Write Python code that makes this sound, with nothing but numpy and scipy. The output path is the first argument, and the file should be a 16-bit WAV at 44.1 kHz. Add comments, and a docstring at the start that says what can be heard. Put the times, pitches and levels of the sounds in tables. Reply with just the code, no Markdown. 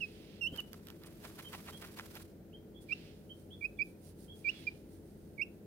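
"""A young chick's peeps lead: gliding tones with beak-shaped overtones, and soft high cheeps in between.
It lies on a towel in a quiet room, close to the right microphone port; sines make its voice.
Let go, it scratches and flaps to right itself: a thud, bursts of shaped noise and dry snaps.
A hand slides over the towel and strokes the feathers, as grainy friction noise.
An appliance hums in the room: wavering sines, low-pitched noise and faint hiss."""
import sys
import numpy as np
from scipy import signal
from scipy.fft import rfft, irfft, next_fast_len
from scipy.io import wavfile
from scipy.ndimage import map_coordinates

SR = 44100
rng = np.random.default_rng(int(sys.argv[2]) if len(sys.argv) > 2 else 0)


def materialize(psi):
    """Save the field psi as 16-bit PCM at rate SR to the path in sys.argv[1].

    A 1-D psi becomes a single channel; in a 2-D psi each row is a channel.
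    """
    bounded = np.clip(np.atleast_2d(psi).T, -1, 1)
    quanta = np.round(bounded * 32767).astype(np.int16)
    wavfile.write(sys.argv[1], SR, quanta)


N = 249606  # samples

# Spectrum of touched down and feather tips. Each row: frequency in Hz, relative level in dB.
DOWN_SPECTRUM = [(1500, -19), (4500, -8), (7600, -11), (9200, -2.5), (12000, -10), (15500, -11)]


def amp(db):
    """Decibels to gain."""
    return 10 ** (np.asarray(db) / 20)


def unit(x):
    """Scale to rms 1."""
    return x / np.sqrt(np.mean(x ** 2) + 1e-20)


def clock():
    """Time of every sample in seconds."""
    return np.arange(N) / SR


def along(points, hz):
    """Interpolate (Hz, value) points on a log frequency axis."""
    point_hz, value = np.transpose(points)
    return np.interp(np.log(hz + 1), np.log(point_hz + 1), value)


def bells(rows, power=2.5):
    """Sum of round-topped gain swells from (centre s, half length s, dB) rows."""
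    total = np.zeros(N)
    for centre_s, half_s, db in rows:
        distance = np.minimum(np.abs(clock() - centre_s) / half_s, 10)
        total += amp(db) * np.exp(-.5 * distance ** power)
    return total


def held(rows, attack_s, release_s):
    """Sum of gains from (start s, length s, dB) rows; attack and release are seconds per 20 dB."""
    t = clock()
    total = np.zeros(N)
    for start_s, length_s, db in rows:
        before = np.maximum(start_s - t, 0) / attack_s
        after = np.maximum(t - start_s - length_s, 0) / release_s
        total += amp(db - 20 * (before + after))
    return total


def wobble(rate_hz):
    """Smooth random curve with rate_hz knots a second."""
    knots = rng.standard_normal(int(N * rate_hz / SR) + 4)
    return map_coordinates(knots, [clock() * rate_hz])


def filtered(x, response):
    """Multiply the spectrum of x by response(hz)."""
    m = next_fast_len(N + 8192)  # padding limits wrap-around
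    hz = np.fft.rfftfreq(m, 1 / SR)
    return irfft(rfft(x, m) * response(hz), m)[..., :N]


def coloured(x, spectrum):
    """Shape x by a (Hz, dB) spectrum, at rms 1."""
    return unit(filtered(x, lambda hz: amp(along(spectrum, hz))))


def ports(pair, right_db, lead_s):
    """Two-port level difference, right against left; sound reaches the left port lead_s earlier."""
    gain = amp([[-right_db / 2], [right_db / 2]])
    sign = np.array([[1], [-1]])
    return gain * filtered(pair, lambda hz: np.exp(1j * np.pi * hz * lead_s * sign))


def rustle(spectrum, grain_db, alike, right_db, clump_db=0.14):
    """Stereo friction noise: fibres slip in tiny bursts of uneven size that come in clumps."""
    shared = np.sqrt(alike) * rng.standard_normal(N)
    separate = np.sqrt(1 - alike) * rng.standard_normal((2, N))
    bursts = amp(grain_db * wobble(1500) + clump_db * wobble(110))
    return ports(coloured((shared + separate) * bursts, spectrum), right_db, lead_s=.00011)


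def peep_shape(length_s, settled_hz, sag_hz, flick_hz, crest_s, db, crescendo_db, release_s):
    """Pitch and gain of one peep: it sags to its settled pitch, and flicks up or down near its end."""
    attack_s = 0.0083
    turn_s = .025  # the sag bottoms out this long before the crest
    t = np.arange(int(length_s * SR)) / SR
    sag = np.maximum(1 - t / max(crest_s - turn_s, attack_s), 0) ** 2
    half_s = .009 * np.sqrt((abs(flick_hz) + 1) / 428)  # larger flicks take longer
    flick = np.exp(-.5 * ((t - crest_s) / half_s) ** 2)
    hz = settled_hz + sag_hz * sag + flick_hz * flick
    edges = np.minimum(t / attack_s, 1) * np.minimum((length_s - t) / release_s, 1)
    swell_db = crescendo_db * np.minimum(t / (length_s - release_s) - 1, 0)
    return hz, edges * amp(db + swell_db)


def peeps(bright_db=16):
    """The syrinx gives a gliding, nearly pure tone; the open beak favours overtones near 5, 8 and 11 kHz."""
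    # Each row: start in seconds, length in seconds, pitch in Hz after the sag and before the flick,
    # opening sag in Hz, closing flick in Hz, flick crest in seconds after the start,
    # level in dB before the ports, crescendo in dB, release in seconds, overtone offset in dB.
    peep_rows = [ (.003, 0.056, 2547, 430, 0, 0.07, -33.5, 6, .02, 1),
                 (.409, .073, 2685, 180, 354, 0.071, -32, 3.5, 0.0062, 5.5),
                 (.575, .035, 2984, 60, -300, .035, -34, 14, 0.016, -4),
                 (2.885, .057, 2340, 58, 430.5, 0.049, -28.5, 22.5, .012, -0.5),
                 (3.608, 0.06, 2333, 94, 234, .049, -30.5, 14, 0.013, -3),
                 (3.787, .048, 2312, 150, 197, 0.038, -28.5, 6, 0.014, -0.5),
                 (4.443, 0.067, 2320, 110, 572, 0.06, -28, 9, 0.017, 2),
                 (4.667, .029, 2412, 17, -54, 0.021, -30, -1, .017, 5.5),
                 (5.377, 0.066, 2185, 180, 583, 0.053, -28.5, 17.5, .026, 0), ]
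    # Beak resonances. Each row: frequency in Hz, overtone level in dB before the offsets.
    beak = [(4400, -31), (4950, -22), (5600, -27.5), (7100, -43.5), (8200, -37.5), (9400, -42),
            (11000, -37.5), (16000, -43)]
    # Instants where the voice catches. Each row: centre in seconds, depth in dB.
    catches = [(2.905, 14), (3.621, 12), (3.638, 15.5), (5.391, 14), (5.411, 15)]
    catch_half_s = 0.0016

    hz = np.full(N, float(peep_rows[0][2]))
    gain, open_db = np.zeros(N), np.zeros(N)
    for start_s, *shape, overtone_db in peep_rows:
        pitch_hz, envelope = peep_shape(*shape)
        span = int(start_s * SR) + np.arange(len(pitch_hz))
        hz[span], gain[span], open_db[span] = pitch_hz, envelope, overtone_db
    hz = hz * (1 + .002 * wobble(500))
    roughness_db = .4 * wobble(500)  # slight random roughness of the tone's level
    catch_db = sum(db * np.exp(-.5 * ((clock() - s) / catch_half_s) ** 2) for s, db in catches)
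    phase = 2 * np.pi * np.cumsum(hz) / SR

    # a slacker membrane sings lower and purer: partial k loses k * bright_db per octave below 2680 Hz
    slack_db = bright_db * np.minimum(np.log2(hz / 2680), 0)
    tone = np.sin(phase)
    for k in range(2, 6):
        partial_db = along(beak, k * hz) + open_db + k * slack_db + 1.6 * wobble(150)
        tone += amp(partial_db) * np.sin(k * phase)
    # in one peep the voice cracks: tones halfway between the partials
    crack = bells([(2.925, 0.0023, -56)]) * (np.sin(phase / 2) + np.sin(1.5 * phase))
    return np.sqrt(2) * (gain * amp(roughness_db - catch_db) * tone + crack)


def cheeps():
    """With the beak shut, each soft cheep closes in on its pitch and holds it with a slight quaver."""
    # Each row: start in seconds, length in seconds, pitch in Hz, scoop in Hz, level in dB before the ports.
    cheep_rows = [(0.522, 0.041, 3160, 300, -55.5), (1.442, 0.047, 3115, 0, -53.5),
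                  (1.72, 0.052, 3287, 500, -58), (2.527, 0.045, 3190, 548, -59.5),
                  (2.744, 0.053, 3380, 100, -64.5), (3.293, 0.04, 3156, 97, -53),
                  (3.504, 0.048, 3474, 651, -56.5), (3.772, 0.028, 3390, 0, -68.5),
                  (4.279, .055, 3306, 250, -58.5), (4.531, 0.063, 3410, 450, -60)]
    scoop_s = 0.0066
    out = np.zeros(N)
    quaver = 1 + 0.017 * wobble(300)
    for start_s, length_s, hz, scoop_hz, db in cheep_rows:
        t = np.arange(int(length_s * SR)) / SR
        span = slice(int(start_s * SR), int(start_s * SR) + len(t))
        glide_hz = (hz - scoop_hz * np.exp(-t / scoop_s)) * quaver[span]
        envelope = np.sqrt(2 * np.abs(np.sin(np.pi * t / length_s)))
        out[span] += amp(db) * envelope * np.sin(2 * np.pi * np.cumsum(glide_hz) / SR)
    return out


def room(x, early_db=3, early_t60_s=0.055):
    """Nearby surfaces answer quickly; a diffuse tail follows at each port, treble dying first."""
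    # Each row: frequency in Hz, reverberation time (60 dB) in seconds.
    ring = [(3000, .29), (10000, .2)]
    hz, t, z = signal.stft(rng.standard_normal((2, SR // 2)), SR, nperseg=256)
    late = amp(-60 * t / along(ring, hz)[:, None])
    early = amp(early_db - 60 * t / early_t60_s)
    tail = signal.istft(z * (late + early), SR, nperseg=256)[1]
    tail = tail / np.linalg.norm(tail[0])
    delayed = np.pad(x, (200, 0))  # samples
    return signal.fftconvolve(delayed[None], tail, axes=1)[:, :N]


def voice():
    """The beak points at the right port and the left is shaded; the room adds its reflections."""
    # Notes near 3 kHz reach the ports more by way of the room. Each row: frequency in Hz, level in dB.
    echo = [(2300, -20), (2800, -20.5), (3300, 1), (4500, -18)]
    call = peeps() + cheeps()
    reflected = room(filtered(call, lambda hz: amp(along(echo, hz))))
    return amp(-4.5) * ports(call, right_db=12.5, lead_s=.00004) + reflected


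def claws(snap_db=-4):
    """Claws catch threads; each snagged thread lets go with a dry snap."""
    # Each row: start in seconds, level in dB before snap_db and the ports.
    snags = [(0.5619, -37), (0.5751, -37.5), (0.6035, -36.5), (0.7315, -37), (0.8704, -44.5), (0.8852, -39),
             (0.9027, -38), (1.036, -43), (1.2386, -45), (1.5314, -41), (2.1538, -40)]
    # Each row: frequency in Hz, relative level in dB.
    snap_spectrum = [(600, -37), (1500, 7), (5000, 4.5), (8000, -7), (11000, -12), (12600, 15.5),
                     (15000, -22)]
    t60_s = .008
    t, gain = clock(), np.zeros(N)
    for start_s, db in snags:
        decay = amp(-60 * np.clip(t - start_s, 0, .1) / t60_s)
        gain += amp(db + snap_db) * (t >= start_s) * decay
    return gain * rustle(snap_spectrum, grain_db=0, alike=.7, right_db=10, clump_db=0)


def struggle():
    """The chick drops onto the towel, ruffles its plumage and beats its wings, stirring fibre noise."""
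    # Wing beats on the towel. Each row: centre in seconds, half length in seconds, level in dB before the ports.
    flaps = [(0.557, 0.013, -59), (0.594, .0065, -54), (0.744, 0.0045, -55), (0.892, 0.02, -60.5),
             (1.057, 0.033, -63), (1.252, 0.012, -50.5), (1.396, 0.012, -50.5), (1.543, .013, -47),
             (1.687, .013, -49.5), (1.836, 0.017, -51), (1.993, 0.014, -48.5), (2.16, 0.012, -52)]
    # Swishes of feather tips. Each row: centre in seconds, half length in seconds, level in dB before the ports.
    swishes = [(1.068, 0.0077, -56.5), (1.778, 0.0057, -57.5), (2.224, 0.0051, -55.5), (2.83, 0.016, -65.5)]
    # Bouts that ruffle the plumage. Each row: start in seconds, length in seconds, level in dB before the ports.
    bouts = [(.45, 0.69, -69.5), (1.24, .97, -59.5)]
    # Wing and plumage spectra. Each row: frequency in Hz, relative level in dB.
    wing_spectrum = [(250, -33), (550, 2), (1300, 4), (2300, 0.5), (4000, -5.5), (8000, -19.5),
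                     (15000, -21)]
    plumage_spectrum = [(400, -7), (900, 2), (5000, -1.5), (7000, -5), (12500, -1), (15500, -5)]

    thud = bells([(.534, 0.01, -45)]) * np.sin(2 * np.pi * 80 * clock())
    bump_spectrum = [(50, 2), (150, 0), (450, 2), (1200, -36)]  # (Hz, dB)
    bump = bells([(.534, 0.013, -46)]) * coloured(rng.standard_normal(N), bump_spectrum)

    # the wing scuffs again as it folds back
    recoveries = [(s + 0.053, half_s, db - 12.5) for s, half_s, db in flaps]
    beats = bells(flaps) + bells(recoveries)
    wings = beats * rustle(wing_spectrum, grain_db=5.0, alike=0.97, right_db=4.0, clump_db=-1.0)

    # every beat stirs the plumage too
    stirred = bells([(s, .035, db - 9) for s, _, db in flaps])
    ruffle = np.hypot(held(bouts, attack_s=0.13, release_s=0.14), stirred)
    plumage = ruffle * rustle(plumage_spectrum, grain_db=1.5, alike=0.1, right_db=3.5, clump_db=2.5)
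    tips = bells(swishes) * rustle(DOWN_SPECTRUM, grain_db=2.5, alike=.25, right_db=6)
    return thud + bump + wings + plumage + tips + claws()


def hand(uneven_db=1.0):
    """The palm slides on the towel and the fingers brush the down with uneven pressure."""
    # Palm slides. Each row: start in seconds, length in seconds, level in dB before the ports.
    slides = [(0, .37, -65), (2.9, 0.17, -63), (4.47, 0.17, -60.5)]
    # Fingers resting on the down and rubbing. Each row: start in seconds, length in seconds,
    # level in dB before the unevenness and ports.
    rubs = [(0, 0.22, -72), (2.85, 2.72, -79)]
    # Finger strokes. Each row: centre in seconds, level in dB before the ports.
    strokes = [(3.4, -72.5), (3.64, -75), (3.88, -70), (4.07, -64.5), (4.225, -66), (4.39, -67.5),
               (4.6, -70.5), (4.77, -74), (4.94, -71.5), (5.1, -75.5)]
    # Each row: frequency in Hz, relative level in dB.
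    towel_spectrum = [(900, -10), (2700, 7), (5100, 1.5), (6500, -8.5), (12000, -17), (15500, -11.5)]
    attack_s, release_s = 0.051, .2  # per 20 dB

    towel = rustle(towel_spectrum, grain_db=1.5, alike=0.3, right_db=7.0)
    slide = held(slides, attack_s, release_s) * towel
    rub = held(rubs, attack_s, release_s) * amp(uneven_db * wobble(12))
    stroke = bells([(s, .037, db) for s, db in strokes])
    down = rustle(DOWN_SPECTRUM, grain_db=2.3, alike=0.12, right_db=10)
    return slide + np.hypot(rub, stroke) * down


def background(air_db=-54.5):
    """An appliance's wavering hum and low rush of air, with faint microphone hiss."""
    # Air and hiss spectra. Each row: frequency in Hz, relative level in dB.
    air_spectrum = [(20, -48.5), (38, -8.5), (55, -1.5), (72, -11), (92, -0.5), (116, -7), (160, 0.5),
                    (215, -2), (255, -4.5), (335, -4.5), (430, -8), (550, -11.5), (720, -20.5), (1000, -30),
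                    (2000, -56)]
    hiss_spectrum = [(600, -30), (1400, 0), (2500, -7), (8000, -13), (12500, -9), (14200, -9), (15500, -3),
                     (16200, -30)]
    # Likeness of the air at the two ports. Each row: frequency in Hz, correlation.
    air_alike = [(100, 0.97), (400, 0.78), (1000, 0.59)]
    # Hum tones. Each row: frequency in Hz, rms level in dB before the waver and ports.
    hum_tones = [(57, -75), (89.7, -64.5), (209, -66), (332, -65), (424, -67)]

    def mid_side(hz):
        angle = np.arccos(np.clip(along(air_alike, hz), -1, 1)) / 2
        return np.array([np.cos(angle), np.sin(angle)])

    mid, side = filtered(coloured(rng.standard_normal((2, N)), air_spectrum), mid_side)
    air = amp(air_db) * np.array([mid + side, mid - side])
    hum = np.zeros(N)
    for hz, db in hum_tones:
        level = np.sqrt(2) * amp(db + 0.95 * wobble(5.8))
        hum += level * np.sin(2 * np.pi * hz * clock() + 1.11 * wobble(5))
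    hiss = amp(-72.5) * coloured(rng.standard_normal((2, N)), hiss_spectrum)
    return ports(air + hum, right_db=-1, lead_s=.0001) + hiss


def scene():
    """Everything at the two ports."""
    return voice() + struggle() + hand() + background()


def record(dry):
    """The recorder keeps nothing from its band limit up."""
    top_hz = 15900
    return filtered(dry, lambda hz: hz < top_hz)


dry = scene()
out = record(dry)
materialize(out)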